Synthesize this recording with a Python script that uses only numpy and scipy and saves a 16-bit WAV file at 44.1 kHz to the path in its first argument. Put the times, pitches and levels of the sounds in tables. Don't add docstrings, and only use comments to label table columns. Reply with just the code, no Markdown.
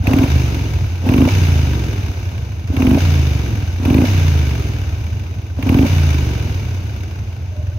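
import sys
import numpy as np
from scipy import signal
from scipy.fft import rfft, irfft, next_fast_len
from scipy.io import wavfile
from scipy.ndimage import uniform_filter1d

SR = 44100
rng = np.random.default_rng(int(sys.argv[2]) if len(sys.argv) > 2 else 0)


def volts_from_db(level):
    exponent = np.asarray(level, float) / 20
    return 10 ** exponent


def store_wav(level_fs):
    pcm = np.round(np.clip(np.atleast_2d(level_fs), -1, 1) * 32767)
    wavfile.write(sys.argv[1], SR, pcm.T.astype(np.int16))


N = 343098

# (cracked [s], open [s], full [s], shut [s], bark level [dB])
THROTTLE = [
    (.045, .075, .15, .25, -12.5),
    (1.04, 1.066, 1.15, 1.272, -11.5),
    (2.704, 2.798, 2.89, 2.972, -11),
    (3.82, 3.862, 3.96, 4.04, -11),
    (5.586, 5.672, 5.8, 5.858, -11),
]
CRACKED_DB, OPEN_DB, SHUT_DB = -14, -4, -4
TWIST_S, CLOSE_S = .022, .03
LET_GO_S = .014
BUILD_S = .035

# (first firing [s], start speed [cycles/s], top [s], top speed [cycles/s], climb
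BLIPS = [
    (-.004, 9.4, .32, 26.5, .9),
    (1.041, 16.06, 1.298, 32.8, 1.056),
    (2.703, 11.9, 2.994, 31.03, 1.04),
    (3.801, 15.64, 4.062, 33.1, 1.13),
    (5.55, 10.5, 5.873, 31.37, 1.41),
]
COAST_S, IDLE_PER_S = 1.39, 9.6

# (frequency [Hz], width [Hz], level [dB])
PIPE_HOT = [(84, 31, 0), (152, 32, -11.5)]
# (frequency [Hz], width [Hz], level [dB])
PIPE_IDLE = [(86, 18, 0), (122, 45, -11), (180, 60, -19)]
# (frequency [Hz], width [Hz], level [dB])
PIPE_MOUTH = [(270, 60, -19)]
# (speed [cycles/s], pipe thump [dB], rasp [dB])
COASTING = [(9.9, -23.5, -44), (13.4, -23.5, -39), (18.1, -19, -36.5), (21.73, -19.5, -28.5),
            (27.35, -11.5, -31.5), (31.3, -12, -28.5)]
LOADED = {"thump": -11, "rasp": -19, "clatter": -34.5, "rattle": -28, "hiss": -12.5}
# (time [s], level change [dB])
BURNS = [(0, 13.5), (.36, 4), (.62, 2.5), (.76, 5.5), (.83, 5), (.88, 1), (2.11, 1), (2.14, -12),
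         (2.4, 1.5), (2.703, 6), (2.735, -9), (3.55, 3), (4.76, -0.5), (4.84, -1.5), (5.14, 5.5),
         (5.37, 6.5), (5.42, -9), (6.51, 0), (7.13, -3), (7.22, 4), (7.36, -8), (7.4, 1.5), (7.55, -6),
         (7.6, 5), (7.67, 7), (7.74, -1), (7.78, 8)]
BURN_S = 0.013
GASP_DB, GASP_LAG_S, GASP_S = -10.5, 0.018, 0.015

# (share of a cycle [-], level [dB])
VALVES = [(0, -11), (.22, -15), (.48, -1), (.7, -26), (.88, 0.5)]
# (frequency [Hz], width [Hz], level [dB])
COVERS = [(944, 86, 3), (1538, 194, 1), (2310, 154, 3), (2590, 28, -11.5), (3527, 123, 0), (4900, 96, -7),
          (5230, 33, -16), (5960, 89, -2), (12000, 250, -18)]
# (frequency [Hz], width [Hz], level [dB])
PUMP = [(6190, 290, -5), (12500, 300, -12)]
# (frequency [Hz], density [dB/Hz])
CASES = [(710, -37), (1200, -3), (1550, -0.5), (1840, -4), (2240, 1), (2500, 1), (2920, 0.5), (3250, -7.5),
         (3650, -3.5), (4360, -9.5), (4860, -7.5), (5670, -9), (6170, -11.5), (6660, -9.5), (7600, -33.5),
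         (9880, -54), (16700, -120)]
# (frequency [Hz], density [dB/Hz])
RASP = [(110, 0), (190, 0.5), (285, 1), (317, 1.5), (480, -6.5), (620, -58), (1060, -120)]
# (frequency [Hz], density [dB/Hz])
RATTLE = [(260, -47), (450, 0), (684, 2), (915, -1.5), (1070, -4.5), (1250, -11.5), (1620, -8.5),
          (2750, -120)]
# (frequency [Hz], density [dB/Hz])
HISS = [(4290, -38), (7300, -13.5), (7560, -9.5), (8430, -8), (9860, -3), (12100, -1.5), (15700, -2)]
CLATTER_DB, CLATTER_DB_PER_OCTAVE = -30.5, 12
RATTLE_DB, RATTLE_DB_PER_OCTAVE = -36.5, 8.5
HISS_DB = -14
STREET_DB = -52
# (time [s], gear level [dB])
GEAR_DRIFT = [(0, 2.5), (1, 0.5), (2.5, 0.5), (5, -0.5), (7.78, 1.5)]

# (frequency [Hz], width [Hz], level [dB])
TAPPET = [(1520, 70, 0), (2450, 110, -3)]
TAPPET_DB = -52

# (frequency [Hz], width [Hz], level [dB])
CRACK = [(250, 75, -2.5), (620, 150, -24), (122, 88, -2.5)]
# (frequency [Hz], width [Hz], level [dB])
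AIRBOX = [(262, 34, 0), (600, 100, -28)]
# (frequency [Hz], density [dB/Hz])
SPIT = [(500, -24), (950, 9), (1500, -7), (2500, 9), (3400, -7), (7600, -28), (12000, -14), (16000, -14)]

# (time [s], peak [dB])
SNAPS = [
    (.259, -20),
    (1.277, -8.5),
    (2.975, -8.5),
    (4.042, -9),
    (5.588, -19),
    (5.856, -15),
]
# (time [s], frequency [Hz], level [dB])
WHINE = [
    (7.48, 624, -51),
    (7.516, 648, -60),
    (7.53, 657, -49),
    (7.564, 604.4, -48),
    (7.768, 590, -53),
    (7.78, 596, -43),
]

# (frequency [Hz], correlation [-])
ALIKE = [(60, 0.98), (130, 0.97), (290, 0.9), (640, 0.46), (1410, -0.02), (3100, 0.17), (6820, 0.09),
         (15000, -0.03)]
# (frequency [Hz], left minus right [dB])
LEAN = [(60, -0.5), (92, -0.5), (140, 0.0), (210, -0.5), (330, -1.0), (500, -2.5), (770, -2.0), (1170, 2.5),
        (1790, 1.5), (2740, -3.0), (4190, 6.5), (6410, 9.0), (9810, 0.5), (15000, -3.0)]
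# (frequency [Hz], phase [rad])
LATE = [(40, .14), (85, .21), (170, .27), (400, .42)]
TOP_HZ = 15800


def unit(x):
    return x / np.sqrt(np.mean(x ** 2) + 1e-20)


def steady(x, span_s):
    power = np.abs(uniform_filter1d(x ** 2, int(span_s * SR)))
    return x / np.sqrt(power + 1e-9)


def along(points, hz):
    f, v = np.transpose(points)
    return np.interp(np.log(hz + 1), np.log(f + 1), v)


def curves(rows, outside=None):
    s, *cols = np.transpose(rows)
    return [np.interp(np.arange(N) / SR, s, col, outside, outside) for col in cols]


def filtered(x, response):
    m = next_fast_len(N + SR // 2)
    hz = np.fft.rfftfreq(m, 1 / SR)
    return irfft(rfft(x, m) * response(hz), m)[..., :N]


def modes(table):
    def response(f):
        total = 0
        for k, (center, width, db) in enumerate(table):
            damping = 1j * f * width
            total = total + (-1) ** k * volts_from_db(db) * damping / (center ** 2 - f * f + damping)
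        return total
    return response


def soft(edge_hz):
    return lambda f: 1 / (1 - (f / edge_hz) ** 2 + 1.2j * f / edge_hz) ** 2


def speed(t):
    blips = np.array(BLIPS)
    current = np.maximum(np.searchsorted(blips[:, 0], t, "right") - 1, 0)
    start, low, top_s, top, bend = blips[current].T
    climb = low + (top - low) * np.clip((t - start) / (top_s - start), 0, 1) ** bend
    run_down = np.exp(-np.maximum(t - top_s, 0) / COAST_S)
    return np.maximum(climb * run_down, IDLE_PER_S)


def throttle():
    load = 0
    for cracked_s, open_s, full_s, shut_s, db in THROTTLE:
        path = [(cracked_s - TWIST_S, db - 15),
                (cracked_s, db + CRACKED_DB),
                (max(cracked_s, open_s - TWIST_S) + .001, db + CRACKED_DB + 3),
                (open_s, db + OPEN_DB),
                (full_s, db),
                (shut_s - CLOSE_S, db - 2),
                (shut_s, db + SHUT_DB),
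                (shut_s + LET_GO_S, db - 18)]
        load = load + volts_from_db(curves(path, outside=-83)[0])
    return load


def strokes(share, lag_s, scatter_db, jitter_s):
    times = []
    starts = [row[0] for row in BLIPS]
    for start, end in zip(starts, starts[1:] + [N / SR]):
        t = np.arange(start, end, 1 / 1000)
        cycles = np.cumsum(speed(t)) / 1000
        times.append(np.interp(np.arange(share % 1, cycles[-1] - .3, 1), cycles, t))
    at = np.clip((np.concatenate(times) + lag_s) * SR, 0, N - 1).astype(int)
    chance = rng.standard_normal((len(at), 2))
    size = volts_from_db((scatter_db * np.ones(N))[at] * chance[:, 0])
    shift = (jitter_s * np.ones(N))[at] * SR * chance[:, 1]
    at = np.clip(at + shift, 0, N - 1).astype(int)
    return np.bincount(at, size, N)


def puffs(impulses, rise_s, t60_s):
    t = np.arange(SR // 10) / SR
    swell = (1 - np.exp(-t / rise_s)) * volts_from_db(-60 * t / t60_s)
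    return np.abs(signal.fftconvolve(impulses, swell)[:N])


def rush(spectrum):
    def mid_side(hz):
        angle = np.arccos(np.clip(along(ALIKE, hz), -1, 1)) / 2
        return volts_from_db(along(spectrum, hz)) * np.array([np.cos(angle), np.sin(angle)])
    mid, side = filtered(rng.standard_normal((2, N)), mid_side)
    return unit(np.array([mid + side, mid - side]))


def bumps(rows, width_s):
    t = np.arange(N) / SR
    return sum(db * np.exp(-.5 * ((t - s) / width_s) ** 2) for s, db in rows)


def level(shut_db, layer, load):
    share = np.clip((20 * np.log10(load) + 30) / 14, 0, 1)
    return (1 - share) * shut_db + share * LOADED[layer]


def coasting(column):
    table = np.transpose(COASTING)
    return np.interp(speed(np.arange(N) / SR), table[0], table[column])


def exhaust(load):
    slow = np.clip((24 - speed(np.arange(N) / SR)) / 8, 0, 1)
    scatter_db, jitter_s = 1.2 + 1.8 * slow, .0004 + .0015 * slow
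    puff = strokes(0, lag_s=-.0035, scatter_db=scatter_db, jitter_s=jitter_s)
    suck = strokes(.5, lag_s=-.0035, scatter_db=scatter_db, jitter_s=jitter_s)
    eddies = (.006 + .016 * slow) * rng.standard_normal(N)
    gas = puff - (.5 + .25 * slow) * suck + eddies
    flow = filtered(gas, soft(190))
    hot = filtered(flow, modes(PIPE_HOT))
    idle = filtered(flow, modes(PIPE_IDLE))
    mouth = filtered(gas, lambda f: modes(PIPE_MOUTH)(f) * soft(500)(f))
    rung = (1 - slow) * (hot + mouth) + slow * idle
    choked = 1 / (1 + 5 * load)
    gasps = bumps([(row[3] + GASP_LAG_S, GASP_DB) for row in THROTTLE], GASP_S)
    thump_db = level(coasting(column=1), "thump", load) + gasps + bumps(BURNS, BURN_S)
    return choked * volts_from_db(thump_db) * steady(rung, span_s=.07)


def gear(load):
    octaves = np.log2(speed(np.arange(N) / SR) / 30)
    clatter_db = level(CLATTER_DB + CLATTER_DB_PER_OCTAVE * octaves, "clatter", load)
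    rattle_db = level(RATTLE_DB + RATTLE_DB_PER_OCTAVE * octaves, "rattle", load)
    rasp_db = level(coasting(column=2), "rasp", load)
    hiss_db = level(HISS_DB, "hiss", load)

    ticks = sum(volts_from_db(db) * strokes(share, lag_s=0, scatter_db=3, jitter_s=.0006) for share, db in VALVES)
    beat = puffs(ticks, rise_s=.002, t60_s=.022)
    snap = puffs(ticks, rise_s=.0015, t60_s=.025)
    knocks = puffs(ticks, rise_s=0.0033, t60_s=0.0085) * rng.standard_normal((2, N))

    covers = volts_from_db(-7.5) * unit(filtered(knocks, lambda f: modes(COVERS)(f) ** 2))
    cases = unit(1 + 1.6 * beat) * rush(CASES) + covers
    whistle = volts_from_db(-15) * unit(filtered(rng.standard_normal(N), lambda f: modes(PUMP)(f) ** 2))
    hiss = volts_from_db(hiss_db + 3.5) * unit(1 + 1.9 * snap + 3 * load * snap) * rush(HISS)
    rattle = volts_from_db(rattle_db + 2.0) * unit(1 + 1.0 * beat) * rush(RATTLE) / (1 + 2 * load)
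    rasp = volts_from_db(rasp_db + 1) * unit(1 + .6 * beat) * rush(RASP) / (1 + 12 * load)
    clatter_gain = np.hypot(volts_from_db(clatter_db), volts_from_db(STREET_DB))
    return clatter_gain * (cases + hiss + whistle) + rattle + rasp


def tappet():
    strong = strokes(.86, lag_s=0, scatter_db=2, jitter_s=.002)
    weak = strokes(.33, lag_s=0, scatter_db=4, jitter_s=.002)
    knocks = puffs(strong + .6 * weak, rise_s=.001, t60_s=0.0071) * rng.standard_normal((2, N))
    return volts_from_db(TAPPET_DB) * unit(filtered(knocks, lambda f: modes(TAPPET)(f) ** 2))


def barks(load):
    fire = strokes(0, lag_s=-.0018, scatter_db=.7, jitter_s=.0002) * load
    gulp = strokes(.47, lag_s=-.0042, scatter_db=.7, jitter_s=.0004) * load
    regulp = strokes(.47, lag_s=.0034, scatter_db=4, jitter_s=.0003) * load
    crack = volts_from_db(53) * filtered(fire, modes(CRACK))
    airbox = volts_from_db(55.5) * filtered(gulp + .45 * regulp, modes(AIRBOX))

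    filled = np.clip(np.roll(load, int(BUILD_S * SR)) / .03, 0, 1)
    filled = filled * 20 / speed(np.arange(N) / SR)
    spits = np.roll(fire / np.sqrt(load + .02) * filled, -int(.006 * SR))
    spit = volts_from_db(-4) * puffs(spits, rise_s=.0015, t60_s=.022) * rush(SPIT)
    breath = volts_from_db(-19.5) * puffs(gulp, rise_s=0.001, t60_s=0.036) * rush(HISS)
    return filtered(crack + airbox, soft(346)) + spit + breath


def snaps():
    out, t = np.zeros(N), np.arange(SR // 20) / SR
    for s, db in SNAPS:
        tone = np.sin(2 * np.pi * (520 * t + 9000 * t ** 2))
        pop = tone * volts_from_db(db - 60 * t / 0.026) * (1 - np.exp(-t / 0.00023))
        out[round(s * SR):][:len(t)] += pop
    return out


def whine():
    hz, db = curves(WHINE)
    flutter = uniform_filter1d(rng.standard_normal(N), int(0.01 * SR))
    fade_in = np.clip((np.arange(N) / SR - WHINE[0][0]) / 0.041, 0, 1)
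    wobble_hz = 18 * unit(np.roll(flutter, SR))
    phase = 2 * np.pi * np.cumsum(hz + wobble_hz) / SR
    return volts_from_db(db + 5.5 + 5.1 * unit(flutter)) * fade_in * np.sin(phase)


def scene():
    load = throttle()
    engine = exhaust(load) + volts_from_db(curves(GEAR_DRIFT)[0]) * gear(load) + tappet()
    return engine + barks(load) + snaps() + whine()


def top_cut(x):
    return signal.sosfilt(signal.butter(12, 15820, fs=SR, output="sos"), x)


def record(dry):
    def bass_cut(hz):
        return (1j * hz / 44) ** 4 * soft(44)(hz)

    def ports(hz):
        left_over_right = volts_from_db(along(LEAN, hz)) * np.exp(-1j * along(LATE, hz))
        return left_over_right ** np.array([[.5], [-.5]])

    x = filtered(dry, lambda hz: bass_cut(hz) * ports(hz) * (hz < TOP_HZ))
    mix = x / (1 + np.abs(x) ** 8) ** (1 / 8)
    return top_cut(mix)


dry = scene()
out = record(dry)
store_wav(out)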